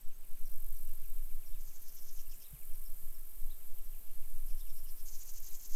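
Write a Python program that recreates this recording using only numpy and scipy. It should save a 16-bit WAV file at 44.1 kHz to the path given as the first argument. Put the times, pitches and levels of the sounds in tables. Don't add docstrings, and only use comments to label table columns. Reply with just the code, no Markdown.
import sys
import numpy as np
from scipy import signal
from scipy.fft import rfft, irfft, next_fast_len
from scipy.io import wavfile
from scipy.ndimage import uniform_filter1d

SR = 44100
rng = np.random.default_rng(int(sys.argv[2]) if len(sys.argv) > 2 else 0)


def unload_audio(sound):
    columns = np.transpose(np.atleast_2d(sound))
    steps = np.round(np.clip(columns, -1, 1) * 32767)
    wavfile.write(sys.argv[1], SR, steps.astype(np.int16))


def voltage_ratio(level):
    return 10 ** (np.asarray(level, float) / 20)


N = 253575
T = np.arange(N) / SR

# frequency in Hz, level in dB per Hz.
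AIR_SPECTRUM = [(30, -1.5), (55, -6), (130, -10), (220, -7), (500, -11), (1000, -14), (2000, -16),
                (4300, -18), (7000, -17), (9000, -13), (16000, -23.5)]
# frequency in Hz, level in dB per Hz.
WIND_SPECTRUM = [(.5, -8.5), (4, 1), (12, -4), (17.5, -8), (22, -33), (30, -44.5), (40, -39.5), (55, -57),
                 (90, -84)]
# time in seconds, level in dB.
GUST_LEVELS = [(0.0, -35), (0.05, -28), (0.26, -39.5), (0.34, -26), (1.6, -30), (1.63, -37), (2.34, -30.5),
               (2.45, -54.5), (2.63, -31), (3.15, -32), (3.3, -43), (3.38, -23.5), (3.6, -40.5),
               (3.7, -27.5), (4.0, -37), (4.21, -26), (5.32, -34), (5.75, -32)]
# time in seconds, level in dB, lower band relative to that in dB.
KATYDID_LEVELS = [(0.0, -68.5, -7), (0.24, -62, 0.5), (0.57, -55, -1.5), (0.83, -55, 0),
                  (0.99, -56.5, -0.5), (1.84, -59, -0.5), (2.74, -56, 1), (3.39, -56.5, -1),
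                  (3.99, -59, -0.5), (4.39, -57.5, 2.5), (5.75, -55, 0)]
# frequency in Hz, level in dB per Hz.
FAR_WING = [(4120, -51.5), (7000, -17), (8160, -11), (10500, -9), (11400, -2), (11600, -4), (12300, 0),
            (13500, -2), (15100, -7), (15600, -21.5)]
# frequency in Hz, level in dB per Hz.
NEAR_WING_RING = [(6500, -32), (8000, -11), (10400, -8.5), (11300, -5), (12000, 1.5), (12450, -1.5),
                  (13000, 0), (13700, -2.5), (14300, -5.5), (15000, -14), (15700, -15)]
# frequency in Hz, share in dB.
LOWER_BAND = [(6000, -40), (7200, -2), (8000, -8), (10200, 4), (11500, -7.5), (13000, -47)]
# first stroke in seconds, length in seconds, strokes per
# second, share of the chorus from 0 to 1, wing shift in Hz.
NEAR_BUZZES = [
    (.1714, 1.0, 48.15, .82, 0),
    (1.5979, 1.4, 48.13, .55, 0),
    (3.0906, .52, 47.75, .55, 0),
    (3.7876, .9, 48.3, .36, 0),
    (5.1975, .7, 47.4, .68, 500),
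]
# middle in seconds, level in dB.
WING_TICKS = [(.017, -60), (.085, -60.5), (1.825, -55), (1.889, -54.5), (1.955, -54.5), (2.02, -57),
              (2.085, -70), (2.145, -60), (2.21, -58), (3.789, -56), (3.855, -60), (3.92, -81),
              (3.985, -58), (4.7, -60), (4.77, -55), (4.84, -56), (4.915, -58)]
# middle in seconds, length in seconds, middle pitch in Hz, level in dB.
TRILL_PIPS = [(.003 + k / 57, .007, 5600, -75) for k in range(5)]
SLUR_NOTES = [(.113, .048, 2740, -75), (.238, .049, 2600, -74.5), (.37, .055, 2550, -78),
              (1.048, .042, 2580, -73), (1.18, .052, 2640, -76), (1.309, .041, 2440, -73.5),
              (1.434, .052, 2600, -74), (1.555, .062, 2700, -72.5), (1.717, .044, 2500, -74.5),
              (2.333, .042, 2740, -68.5), (2.42, .044, 2750, -71), (2.46, .082, 2810, -74),
              (2.56, .052, 2560, -71), (2.625, .038, 2420, -71.5), (2.717, .046, 2570, -72),
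              (3.613, .04, 2770, -74), (3.94, .05, 2780, -71), (4.084, .067, 2540, -77),
              (4.239, .055, 2410, -73.5), (4.507, .042, 2540, -72.5), (4.673, .048, 2710, -72),
              (5.506, .062, 2650, -74)]
SEEP_NOTES = [
    (.141, .066, 6370, -74),
    (.385, .055, 6250, -77),
]
ANSWER_NOTES = [(.25, .026, 2690, -78), (.414, 0.02, 2700, -81), (.893, 0.043, 2770, -74),
                (2.197, .036, 2900, -70), (2.272, .02, 2740, -71), (3.788, .038, 2940, -72.5),
                (4.104, 0.028, 2800, -73), (4.369, .022, 2730, -79), (4.54, 0.033, 3000, -76),
                (4.864, .022, 2900, -70), (5.37, .04, 2850, -76), (5.553, .024, 2670, -84)]
ARCH_NOTES = [
    (1.542, .039, 3770, -73.5),
    (2.458, .055, 3850, -69.5),
    (3.517, 0.046, 3830, -68),
    (4.614, .04, 3670, -68.5),
    (4.705, .016, 3600, -70),
    (5.504, 0.047, 4000, -71),
]
HOOK_NOTES = [
    (2.024, .032, 5630, -68),
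    (2.864, 0.03, 5550, -64),
    (3.15, .016, 5520, -67),
]
# knee in seconds, knee pitch in Hz, level in dB, strength of the upstroke from 0 to 1.
CHIP_CALLS = [(.472, 5520, -65, 0.9), (.533, 5630, -70, 0), (.773, 5700, -68, .1), (.886, 5600, -70, 0),
              (1.064, 5650, -72, 0), (1.477, 5400, -67, .95), (2.752, 5500, -69, .4), (3.198, 5020, -76, 0),
              (3.815, 5450, -75, 0), (3.866, 5500, -69.5, 0), (4.372, 5800, -72, 0)]
# seconds from the knee, Hz from the knee, level in dB.
CHIP_SHAPE = [
    (-.021, -1500, -7),
    (-.015, 499, 2),
    (0, 0, 1.5),
    (.006, -800, -4),
    (.013, -1900, -14),
]
# start in seconds, level
# in dB, pitch in # Hz, rise in seconds.
LOW_BUMPS = [
    (.79, -62, 133, 0.013),
    (0.868, -63.5, 110, 0.022),
    (1.34, -61.5, 93, 0.013),
    (1.488, -62.5, 93, 0.0087),
    (2.502, -46.5, 41, 0.03),
    (2.527, -47, 134, 0.01),
    (3.031, -55.5, 107, 0.0046),
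    (4.68, -65, 133, 0.027),
    (4.969, -72, 57, 0.0076),
    (5.705, -30, 6.5, 0.044),
]
# frequency in Hz, level in dB per Hz.
RUB_SPECTRUM = [(45, -54), (70, -0.5), (105, -0.5), (140, -8.5), (200, -12.5), (400, -45.5)]
# start in seconds, level in dB.
TWIG_SNAPS = [
    (5.292, -36.5),
]
# peak in seconds, lead-in in seconds, throat pitch in Hz, peak level in dB.
NEAR_SCOLDS = [(1.612, 0.022, 6420, -63.5), (1.686, 0.042, 6380, -61.5), (1.765, 0.054, 6440, -61),
               (1.88, 0.08, 6200, -61.5), (1.975, 0.054, 6230, -61), (2.09, .06, 6240, -60),
               (2.168, 0.055, 6460, -61), (2.21, 0.025, 6200, -62.5), (2.35, 0.035, 7170, -61.5),
               (5.088, 0.031, 6400, -53.5), (5.153, 0.039, 6150, -53.5), (5.222, 0.031, 6420, -53),
               (5.297, .04, 6380, -53), (5.376, 0.039, 6340, -52.5), (5.475, 0.047, 6350, -52),
               (5.552, 0.037, 6510, -52.5), (5.607, 0.011, 6420, -57), (5.655, 0.033, 6410, -52.5),
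               (5.742, 0.046, 6300, -52.5)]
DISTANT_SCOLDS = [(1.895, 0.039, 5380, -63.5), (1.99, 0.027, 5450, -62.5), (2.1, 0.043, 5520, -64),
                  (2.2, 0.024, 5440, -61.5), (2.32, 0.026, 5190, -62), (2.428, 0.025, 5320, -62),
                  (4.51, 0.036, 5230, -66), (4.603, 0.027, 5230, -65.5), (4.705, .03, 5300, -66),
                  (4.79, 0.034, 5230, -66), (4.895, 0.027, 5220, -63), (5.0, 0.03, 5210, -64)]
# factor on the throat pitch, level in dB per Hz.
NEAR_THROAT = [(.25, -31), (.36, -21.5), (.58, -21.5), (.65, -18), (.76, -11), (.88, -8.5), (.96, -3),
               (1.0, -1.5), (1.05, -3), (1.18, -6.5), (1.24, -14), (1.6, -44)]
DISTANT_THROAT = [(.4, -26), (.6, -13), (.76, -22), (.85, -15), (.95, -5.5), (1.02, -2.5), (1.25, -13.5),
                  (1.45, -25), (1.8, -57)]


def evened(x):
    return x / np.sqrt(np.mean(x ** 2) + 1e-20)


def curve(rows):
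    s, *columns = np.transpose(rows)
    return [np.interp(T, s, c) for c in columns]


def colour(x, points):
    f, db = np.transpose(points)
    size = next_fast_len(len(x))
    hz = np.fft.rfftfreq(size, 1 / SR)
    gain = voltage_ratio(np.interp(np.log(hz + 1), np.log(f + 1), db))
    return irfft(rfft(x, size) * gain, size)[:len(x)]


def drift(hz):
    lowpass = signal.butter(2, hz, fs=SR, output="sos")
    return evened(signal.sosfilt(lowpass, rng.standard_normal(N)))


def smoothed_twice(x, size):
    return uniform_filter1d(uniform_filter1d(x, size=size), size=size)


def add(mix, s, sound):
    part = mix[max(round(s * SR), 0):][:len(sound)]
    part += sound[:len(part)]


def air():
    level_db, start_db, rise_s, growth_db_per_s = -66.5, -1.5, 0.76, 0.1135
    hiss = evened(colour(rng.standard_normal(N), AIR_SPECTRUM))
    opening_db = start_db * np.maximum(1 - T / rise_s, 0)
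    return voltage_ratio(level_db + opening_db + growth_db_per_s * T + 0.19 * drift(hz=14)) * hiss


def wind():
    onset_s = 0.029
    push = colour(rng.standard_normal(N), WIND_SPECTRUM)
    power = smoothed_twice(push ** 2, SR // 6)
    gusts = smoothed_twice(voltage_ratio(curve(GUST_LEVELS)[0]), SR // 14)
    onset = np.sin(np.pi / 2 * np.minimum(T / onset_s, 1)) ** 2
    return gusts * onset * push / np.sqrt(power)


def teeth(per_s, spread_db):
    struck = rng.random(N) < per_s / SR
    return struck * voltage_ratio(spread_db * rng.standard_normal(N)) * rng.choice([-1, 1], N)


def buzzes():
    swell_s = 0.075
    turns, own, shift = np.zeros((3, N))
    for start, length, per_s, share, hz in NEAR_BUZZES:
        begun = T > start - swell_s / 2
        turns = np.where(begun, per_s * (T - start), turns)
        shift = np.where(begun, hz, shift)
        to_edge = np.minimum(T - start, start + length - T)
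        own += share * np.clip(to_edge / swell_s + .5, 0, 1)
    return turns, own, shift


def wing_ticks():
    burst, strokes = signal.windows.tukey(round(0.02 * SR), .45), np.zeros(N)
    for s, db in WING_TICKS:
        add(strokes, s - len(burst) / SR / 2, voltage_ratio(db) * burst)
    return strokes * evened(colour(teeth(per_s=17000, spread_db=5.5), FAR_WING))


def katydids():
    turns, own, shift = buzzes()
    level_db, lower_db = curve(KATYDID_LEVELS)
    place = turns % 1
    swell = np.clip((place - .35) / 0.41, 0, 1) * (place < .97)
    stroke = evened(uniform_filter1d(swell, size=90))
    near = evened(colour(stroke * teeth(per_s=10000, spread_db=2.5), NEAR_WING_RING))
    analytic = signal.hilbert(near, next_fast_len(N))[:N]
    near = (analytic * np.exp(2j * np.pi * shift * T)).real
    far = evened(colour(voltage_ratio(1.07 * drift(hz=25.7)) * rng.standard_normal(N), FAR_WING))
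    own = np.clip(0.76 * own, 0, .9)
    wings = np.sqrt(own) * near + np.sqrt(1 - own) * far
    lower = (voltage_ratio(lower_db) - 1) * colour(wings, LOWER_BAND)
    return voltage_ratio(level_db) * (wings + lower) + wing_ticks()


def cricket():
    level_db, fade_db_per_s = -76.5, 1
    turns = np.cumsum(26 * (1 + 0.032 * drift(hz=1.1))) / SR
    pulses = 0.41 + np.clip(np.sin(2 * np.pi * turns) + 0.17, 0, 1)
    tone = np.sin(2 * np.pi * np.cumsum(8115 + 110 * drift(hz=60)) / SR)
    return voltage_ratio(level_db - fade_db_per_s * T + 2.7 * drift(hz=9.5)) * evened(pulses * tone)


def whistles(notes, into, away):
    out = np.zeros(N)
    arched = into > 0 > away
    bend = 1.6 if arched else 1
    for s, length, middle, db in notes:
        u = np.linspace(-1, 1, round(length * SR))
        hz = middle + np.where(u < 0, -into, away) * length / 2 * abs(u) ** bend
        turns = np.cumsum(hz) / SR
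        note = np.sin(2 * np.pi * turns)
        if arched and middle < 4500:
            note += .75 * np.hanning(len(u)) * np.sin(2 * np.pi * 1.068 * turns)
        add(out, s - length / 2, voltage_ratio(db + 2.1) * np.hanning(len(u)) ** 0.46 * note)
    return out


def chips():
    out = np.zeros(N)
    at, step, shape_db = np.transpose(CHIP_SHAPE)
    t = np.arange(at[0], at[-1], 1 / SR)
    for s, hz, db, up in CHIP_CALLS:
        pitch = uniform_filter1d(hz + np.interp(t, at, step), size=100)
        upstroke = np.interp(t, at[:3], [up, (1 + up) / 2, 1])
        size = voltage_ratio(db + np.interp(t, at, shape_db)) * upstroke
        tone = np.sin(2 * np.pi * np.cumsum(pitch) / SR)
        add(out, s + at[0], signal.windows.tukey(len(t), .15) * size * tone)
    return out


def birds():
    notes = whistles(TRILL_PIPS, into=-20000, away=-40000)
    notes += whistles(SLUR_NOTES, into=-38000, away=-25000)
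    notes += whistles(SEEP_NOTES, into=7000, away=10000)
    notes += whistles(ANSWER_NOTES, into=-30000, away=-24000)
    notes += whistles(ARCH_NOTES, into=34900, away=-32000)
    notes += whistles(HOOK_NOTES, into=46000, away=-90000)
    return (notes + chips()) * voltage_ratio(1.5 * drift(hz=250))


def trees(x, t60=0.33):
    t = np.arange(SR // 2) / SR
    trunks = (rng.random(len(t)) < 1500 / SR) * rng.choice([-1, 1], len(t))
    tail = trunks * voltage_ratio(-60 * t / t60) * (t > .008)
    return signal.oaconvolve(x, tail / np.linalg.norm(tail))[:N]


def knocks():
    out, t = np.zeros(N), np.arange(6000) / SR
    for s, db, hz, rise in LOW_BUMPS:
        shape = (t / rise) ** 2 * np.exp(2 - 2 * t / rise)
        add(out, s, voltage_ratio(db) * np.sin(2 * np.pi * hz * t) * shape)
    t = t[:200]
    for s, db in TWIG_SNAPS:
        crack = np.sin(2 * np.pi * 9200 * t) + 0.16 * np.sin(2 * np.pi * 1400 * t)
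        add(out, s, voltage_ratio(db - 60 * t / 0.0033) * crack)
    rub = evened(colour(rng.standard_normal(N), RUB_SPECTRUM))
    return out + voltage_ratio(-78.5 + 4.2 * drift(hz=6.2)) * rub


def scolds(notes, throat, lead_db, breathy):
    out = np.zeros(N)
    for s, lead, hz, db in notes:
        t = np.arange(-lead - .01, .04, 1 / SR)
        shake, breath, size = rng.standard_normal((3, SR // 5))
        rate = hz / 6 * (1 + .5 * uniform_filter1d(shake, size=40))
        turns = np.cumsum(rate) / SR
        pulses = np.diff(np.floor(turns), prepend=0) * voltage_ratio(3.5 * size)
        drive = evened(pulses) + breathy * breath
        rasp = evened(colour(drive, [(hz * k, d) for k, d in throat]))[:len(t)]
        shape_db = np.interp(t, [-lead - .01, -lead, -.014, -.003, .007, .016, .04],
                             [-30, lead_db, lead_db + 2.0, 0, -1.5, -12, -30])
        add(out, s + t[0], voltage_ratio(db + shape_db) * rasp)
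    return out


def scene():
    notes = birds()
    wrens = scolds(NEAR_SCOLDS, NEAR_THROAT, lead_db=-7.5, breathy=1.7)
    wrens += scolds(DISTANT_SCOLDS, DISTANT_THROAT, lead_db=-6.5, breathy=1.3)
    echoes = trees(voltage_ratio(-10) * wrens + voltage_ratio(-8.0) * notes)
    mix = air() + wind() + katydids() + cricket() + notes + knocks() + wrens + echoes
    return mix[None]


def roll_off(x):
    return signal.sosfilt(signal.butter(12, 15760, fs=SR, output="sos"), x)


def record(dry):
    return roll_off(dry)


dry = scene()
out = record(dry)
unload_audio(out)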